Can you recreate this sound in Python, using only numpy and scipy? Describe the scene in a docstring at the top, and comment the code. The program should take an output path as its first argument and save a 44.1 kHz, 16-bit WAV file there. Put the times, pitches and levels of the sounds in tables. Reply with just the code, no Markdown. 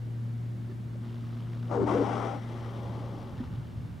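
"""A calm, foggy inlet: a whale surfaces to the left of an idling boat and blows once.
Water washes off its back; the blowhole opens with a hollow, fluttering roar, then a rush of air
and hissing spray. The wooded shore returns a long dull echo.
The engine hums throughout, water plops at the hull, and a breeze rises."""
import sys
import numpy as np
from scipy import signal
from scipy.fft import rfft, irfft
from scipy.io import wavfile
from scipy.ndimage import uniform_filter1d

SR = 44100
rng = np.random.default_rng(int(sys.argv[2]) if len(sys.argv) > 2 else 0)


def inscribe(sig):
    """Save sig as 16-bit PCM at rate SR to the path in sys.argv[1].

    A 1-D sig is mono; a 2-D sig holds one channel per row.
    Samples are clipped to [-1, 1] before scaling.
    """
    pcm = np.round(np.clip(np.atleast_2d(sig).T, -1, 1) * 32767)
    wavfile.write(sys.argv[1], SR, pcm.astype(np.int16))


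N = 176400
TIME = np.arange(N) / SR
BIN_HZ = np.arange(N // 2 + 1) * SR / N


def from_db(db):
    """Decibels to gain."""
    return 10 ** (np.asarray(db) / 20)


def unit_rms(x):
    """Scale to unit power."""
    return x / np.sqrt(np.mean(x ** 2) + 1e-20)


def level(rows):
    """Gain along (time_s, level_db) points, dying fast outside them."""
    time_s, level_db = np.transpose(rows)[:2]
    outside_s = np.maximum(time_s[0] - TIME - .03, 0) + np.maximum(TIME - time_s[-1] - .03, 0)
    return from_db(np.interp(TIME, time_s, level_db) - 600 * outside_s)


def swell(start_s, attack_s, hold_s, release_s):
    """Linear rise, hold, exponential fall."""
    age = TIME - start_s
    return np.clip(age / attack_s, 0, 1) * np.exp(-np.maximum(age - attack_s - hold_s, 0) / release_s)


def per_bin(points):
    """A constant, or (freq_hz, value) points interpolated over the FFT bins."""
    if np.isscalar(points):
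        return points
    freq_hz, value = np.transpose(points)
    return np.interp(np.log(BIN_HZ + 1), np.log(freq_hz), value)


def drift(rate_hz):
    """Low-passed noise, unit power."""
    return unit_rms(irfft(rfft(rng.standard_normal(N)) / (1 + (BIN_HZ / rate_hz) ** 4), N))


def panned(pan_db):
    """Stereo gains with mean 1; pan_db is left minus right."""
    gains = from_db(np.array([[.5], [-.5]]) * pan_db)
    return gains / gains.mean(axis=0)


def noise(spectrum, correlation, pan_db=0):
    """Coloured stereo noise, unit power in the mid channel."""
    mid, side = rfft(rng.standard_normal((2, N)))
    alike = np.clip(per_bin(correlation), -.99, .99)
    pair = mid + np.sqrt((1 - alike) / (1 + alike)) * side * [[1], [-1]]
    stereo = irfft(pair * from_db(per_bin(spectrum)) * panned(per_bin(pan_db)), N)
    return stereo / stereo.mean(axis=0).std()


def ringing_air(pitch_hz, width_hz):
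    """Turbulence in a steady or gliding resonance, unit power."""
    flutter = drift(width_hz / 2) + 1j * drift(width_hz / 2)
    local_rms = np.sqrt(uniform_filter1d(abs(flutter) ** 2, size=1500) / 2)
    phase = 2 * np.pi * np.cumsum(pitch_hz * np.ones(N)) / SR
    return np.real(flutter / local_rms * np.exp(1j * phase))


# Rumble and hiss colour: freq_hz, gain_db
RUMBLE_SPECTRUM = [(20, -40), (50, -7.5), (85, -7), (190, -3), (300, -10.5), (440, -19.5), (900, -28),
                   (1400, -30), (3200, -37), (6500, -45.5), (15500, -53)]
# Left-right likeness: freq_hz, correlation
RUMBLE_CORRELATION = [(50, 0.14), (200, 0.78), (1000, 0.05), (6000, 1), (14000, 0.26)]

def boat_rumble():
    """Steady rumble of the boat, with far hiss."""
    return from_db(-46) * noise(RUMBLE_SPECTRUM, RUMBLE_CORRELATION)


# Gusts: time_s, level_db
BREEZE_LEVEL = [(2.4, -58), (3.0, -43.5), (3.15, -54), (3.45, -40.5), (3.6, -39), (3.69, -52), (3.78, -39),
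                (4.0, -45)]
# Wind colour: freq_hz, gain_db
BREEZE_SPECTRUM = [(25, -12), (100, 14), (245, -5), (420, -47), (2500, -85)]

def breeze():
    """Lumpy wind on the microphone."""
    return level(BREEZE_LEVEL) * noise(BREEZE_SPECTRUM, correlation=0.86)


# Exhaust fundamental: time_s, level_db
HUM_LEVEL = [(0, -35.5), (.25, -33.5), (.5, -35), (.78, -38.5), (1.4, -36.5), (1.8, -34.5), (2.4, -38.5),
             (3.06, -37.5), (3.3, -45), (4.0, -46)]
# Overtone envelope: time_s, level_db
OVERTONE_LEVEL = [(0, -54.5), (1.3, -46), (2.8, -48.5), (4.0, -54.5)]
# Exhaust overtones: harmonic, gain_db
OVERTONES = [(2, -2), (3, -12)]

def engine(pitch_hz=116.85, wander=0.0019, waver_db=2):
    """Idling exhaust note; its overtones waver independently."""
    phase = 2 * np.pi * np.cumsum(pitch_hz * (1 + wander * drift(rate_hz=2.6))) / SR
    buzz = 0
    for harmonic, gain_db in OVERTONES:
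        gain = from_db(gain_db + waver_db * drift(rate_hz=5.3))
        buzz += gain * np.sin(harmonic * phase + 2 * np.pi * rng.random())
    hum = level(HUM_LEVEL) * np.sin(phase) + level(OVERTONE_LEVEL) * buzz
    return np.sqrt(2) * hum * panned(1.14)


# Hull plops: start_s, pitch_hz, level_db, t60_s, splash_re_tone_db
PLOPS = [(.695, 373, -40.5, 0.14, -17), (.714, 1750, -47.5, 0.038, -8), (0.954, 550, -37.5, 0.03, -19),
         (3.39, 1770, -42, 0.023, -5), (3.402, 241, -22, 0.094, -45), (3.432, 934, -37.5, 0.029, -12)]
# Splash colour, also used by the wash: freq_hz, gain_db
WATER_SPECTRUM = [(300, 5), (650, 0), (1300, 5.5), (1800, -8), (3300, -7.5), (5700, -12.5), (7500, -27.5),
                  (14000, -32)]

def hull_plops(attack_s=0.0017, chirp_per_s=0.51):
    """Ripples trap air at the hull: each bubble rings, rising in pitch, with a slight splash."""
    splash = noise(WATER_SPECTRUM, correlation=0.97)
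    plops = 0
    for start_s, pitch_hz, level_db, t60_s, splash_db in PLOPS:
        age = np.clip(TIME - start_s, 0, 1)
        envelope = (1 - np.exp(-age / attack_s)) * from_db(level_db - 60 * age / t60_s)
        tone = np.sin(2 * np.pi * pitch_hz * age * (1 + chirp_per_s * age))
        plops += envelope * (tone + from_db(splash_db) * splash)
    return plops


def patter(pitches_hz, rate_per_s, t60_cycles=14):
    """Small bubbles ring at random times, shared among the pitches; unit power."""
    rings = 0
    for pitch_hz in pitches_hz:
        births = rng.random(N) < rate_per_s / len(pitches_hz) / SR
        kicks = births * rng.uniform(-1.2, 1, N)
        radius = from_db(-60 * pitch_hz / (t60_cycles * SR))
        angle = 2 * np.pi * pitch_hz / SR
        feedback = [1, -2 * radius * np.cos(angle), radius ** 2]
        rings += signal.lfilter([0, np.sin(angle)], feedback, kicks + 1e-18)
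    return unit_rms(rings)


def wash(grain_db=4.5, pan_db=1.5):
    """Water runs off the whale's back: fizz, small bubbles and a trickle of drops."""
    bubbles = from_db(-62.5) * patter(np.geomspace(550, 2000, 14), rate_per_s=200)
    drops = from_db(-68.5) * patter(np.geomspace(2750, 3700, 6), rate_per_s=200)
    fizz = from_db(-60.5) * noise(WATER_SPECTRUM, correlation=0.97, pan_db=pan_db)
    grain = unit_rms(from_db(grain_db * np.minimum(drift(rate_hz=110), 2)))
    water = fizz * grain + (bubbles + drops) * panned(pan_db)
    return swell(start_s=1, attack_s=0.026, hold_s=2.43, release_s=0.46) * water


# Echo envelope: time_s, level_db
ECHO_LEVEL = [(2.3, -70), (2.5, -47.5), (2.95, -44.5), (3.27, -49), (3.5, -58.5), (4.0, -69)]
# Echo colour: freq_hz, gain_db
ECHO_SPECTRUM = [(150, -3.5), (330, 3), (600, -3.5), (980, -7), (1190, -7), (1600, -47), (3200, -25),
                 (6000, -38), (12000, -51)]
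# Echo direction: freq_hz, pan_db
ECHO_PAN = [(200, -3), (1300, 11), (4000, -1)]
# Hollow resonances: pitch_hz, width_hz, gain_db
ECHO_RINGS = [(558, 12.4, -8.5), (834, 77, -10)]

def shore_echo():
    """The blow returns from the hillside, smeared into dull, hollow noise."""
    hollow = sum(from_db(gain_db) * ringing_air(pitch_hz, width_hz)
                 for pitch_hz, width_hz, gain_db in ECHO_RINGS)
    smear = noise(ECHO_SPECTRUM, correlation=1, pan_db=ECHO_PAN)
    return level(ECHO_LEVEL) * (smear + hollow * panned(5.5))


# Spray envelope: time_s, level_db
SPRAY_LEVEL = [(1.858, -66), (1.875, -49.5), (1.95, -45.5), (1.995, -53.5), (2.035, -45), (2.08, -49.5),
               (2.135, -46.5), (2.27, -50), (2.4, -59), (2.62, -57), (3.5, -69)]
# Spray colour: freq_hz, gain_db
SPRAY_SPECTRUM = [(900, -8), (1400, 8), (1650, -1.5), (1930, 4.5), (2800, -4.5), (3250, -1), (4400, -18.5),
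                  (5750, -8.5), (6800, -23), (9500, -21), (12000, -40)]
# Direction of spray and jet: freq_hz, pan_db
WHALE_PAN = [(170, .5), (380, 4.2), (700, 11.7), (2200, 10), (4400, 4.5), (8000, 0.5)]

def spray(grain_db=1.85):
    """Grainy hiss of droplets torn off by the jet."""
    grain = unit_rms(from_db(grain_db * drift(rate_hz=91)))
    return level(SPRAY_LEVEL) * grain * noise(SPRAY_SPECTRUM, correlation=0.85, pan_db=WHALE_PAN)


# Blowhole resonances: start_s, hold_s, pitch_hz, width_hz, level_db
WHISTLES = [(1.868, .02, 1020, 250, -36), (1.978, 0.34, 798.5, 45, -43), (2.10, 0.14, 1215, 320, -44)]

def whistles(fade_s=0.027):
    """The main rush sets off breathy resonances in the blowhole."""
    tones = 0
    for start_s, hold_s, pitch_hz, width_hz, level_db in WHISTLES:
        envelope = from_db(level_db) * swell(start_s, fade_s, hold_s, fade_s)
        tones += envelope * ringing_air(pitch_hz, width_hz)
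    return tones * panned(10)


# Push colour: freq_hz, gain_db
PUSH_SPECTRUM = [(30, -28), (70, -1.5), (160, -8.5), (228, 9.5), (300, -8), (1100, -79)]

def push():
    """Low push of air as the blowhole opens."""
    envelope = swell(start_s=1.729, attack_s=0.077, hold_s=0.053, release_s=0.22)
    return from_db(-34.5) * envelope * noise(PUSH_SPECTRUM, correlation=0.46)


# Jet envelope before trim: time_s, level_db
JET_LEVEL = [(1.686, -58), (1.715, -33.5), (1.755, -33), (1.79, -38.5), (1.825, -35), (1.857, -40),
             (1.877, -30), (1.935, -32), (2.06, -34.5), (2.14, -34.5), (2.265, -35.5), (2.35, -40.5),
             (2.425, -53.5)]
# Jet colour: freq_hz, gain_db
JET_SPECTRUM = [(130, -16.5), (240, 3.5), (480, 0.5), (850, -1), (1120, -7), (1420, -10), (1620, -20),
                (2000, -23), (3300, -35.5), (5600, -36.5), (9000, -45), (12000, -66)]

def jet(trim_db=0.46):
    """Air rushes from the blowhole: a short puff, then the main rush."""
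    return from_db(trim_db) * level(JET_LEVEL) * noise(JET_SPECTRUM, correlation=0.85, pan_db=WHALE_PAN)


# Airway roar: time_s, level_db, pitch_hz
ROAR = [(1.726, -52, 478.5), (1.765, -31.5, 456), (1.822, -26, 387.9), (1.861, -34.5, 277),
        (1.889, -35, 311.1), (1.933, -26.5, 348.4), (1.957, -27, 472.3), (2.022, -26.5, 445.2),
        (2.053, -41, 413.3), (2.202, -44, 406)]
# Lower resonance relative to the upper: time_s, gain_db
LOW_ROAR_GAIN = [(1.7, -10), (1.92, -16), (1.98, -2), (2.2, -1)]

def roar(low_ratio=0.66):
    """The airway resonance glides as the blowhole opens and narrows; a lower one joins it."""
    time_s, _, pitch_hz = np.transpose(ROAR)
    glide_hz = np.interp(TIME, time_s, pitch_hz)
    upper = ringing_air(glide_hz, width_hz=97)
    lower = ringing_air(low_ratio * glide_hz, width_hz=61)
    low_gain = level(LOW_ROAR_GAIN)
    airway = (upper + low_gain * lower) / np.sqrt(1 + low_gain ** 2)
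    return level(ROAR) * airway * panned(5.5)


def with_boat_reflection(direct, delay_s=0.0102, gain_db=-11):
    """Direct sound plus one bounce off the boat's side."""
    delayed = np.array([np.interp(TIME - delay_s, TIME, channel) for channel in direct])
    return direct + from_db(gain_db) * delayed


def scene():
    """Whale, water, boat and breeze, in stereo."""
    blow = roar() + push() + jet() + spray() + whistles()
    whale = with_boat_reflection(blow + shore_echo())
    return whale + wash() + hull_plops() + engine() + boat_rumble() + breeze()


def record(dry, notch_hz=2530, cutoff_hz=15700):
    """Microphone response: one narrow notch and a steep low-pass."""
    notched = signal.lfilter(*signal.iirnotch(notch_hz, Q=29, fs=SR), dry)
    return signal.sosfilt(signal.ellip(10, .1, 80, cutoff_hz, fs=SR, output="sos"), notched)


dry = scene()
out = record(dry)
inscribe(out)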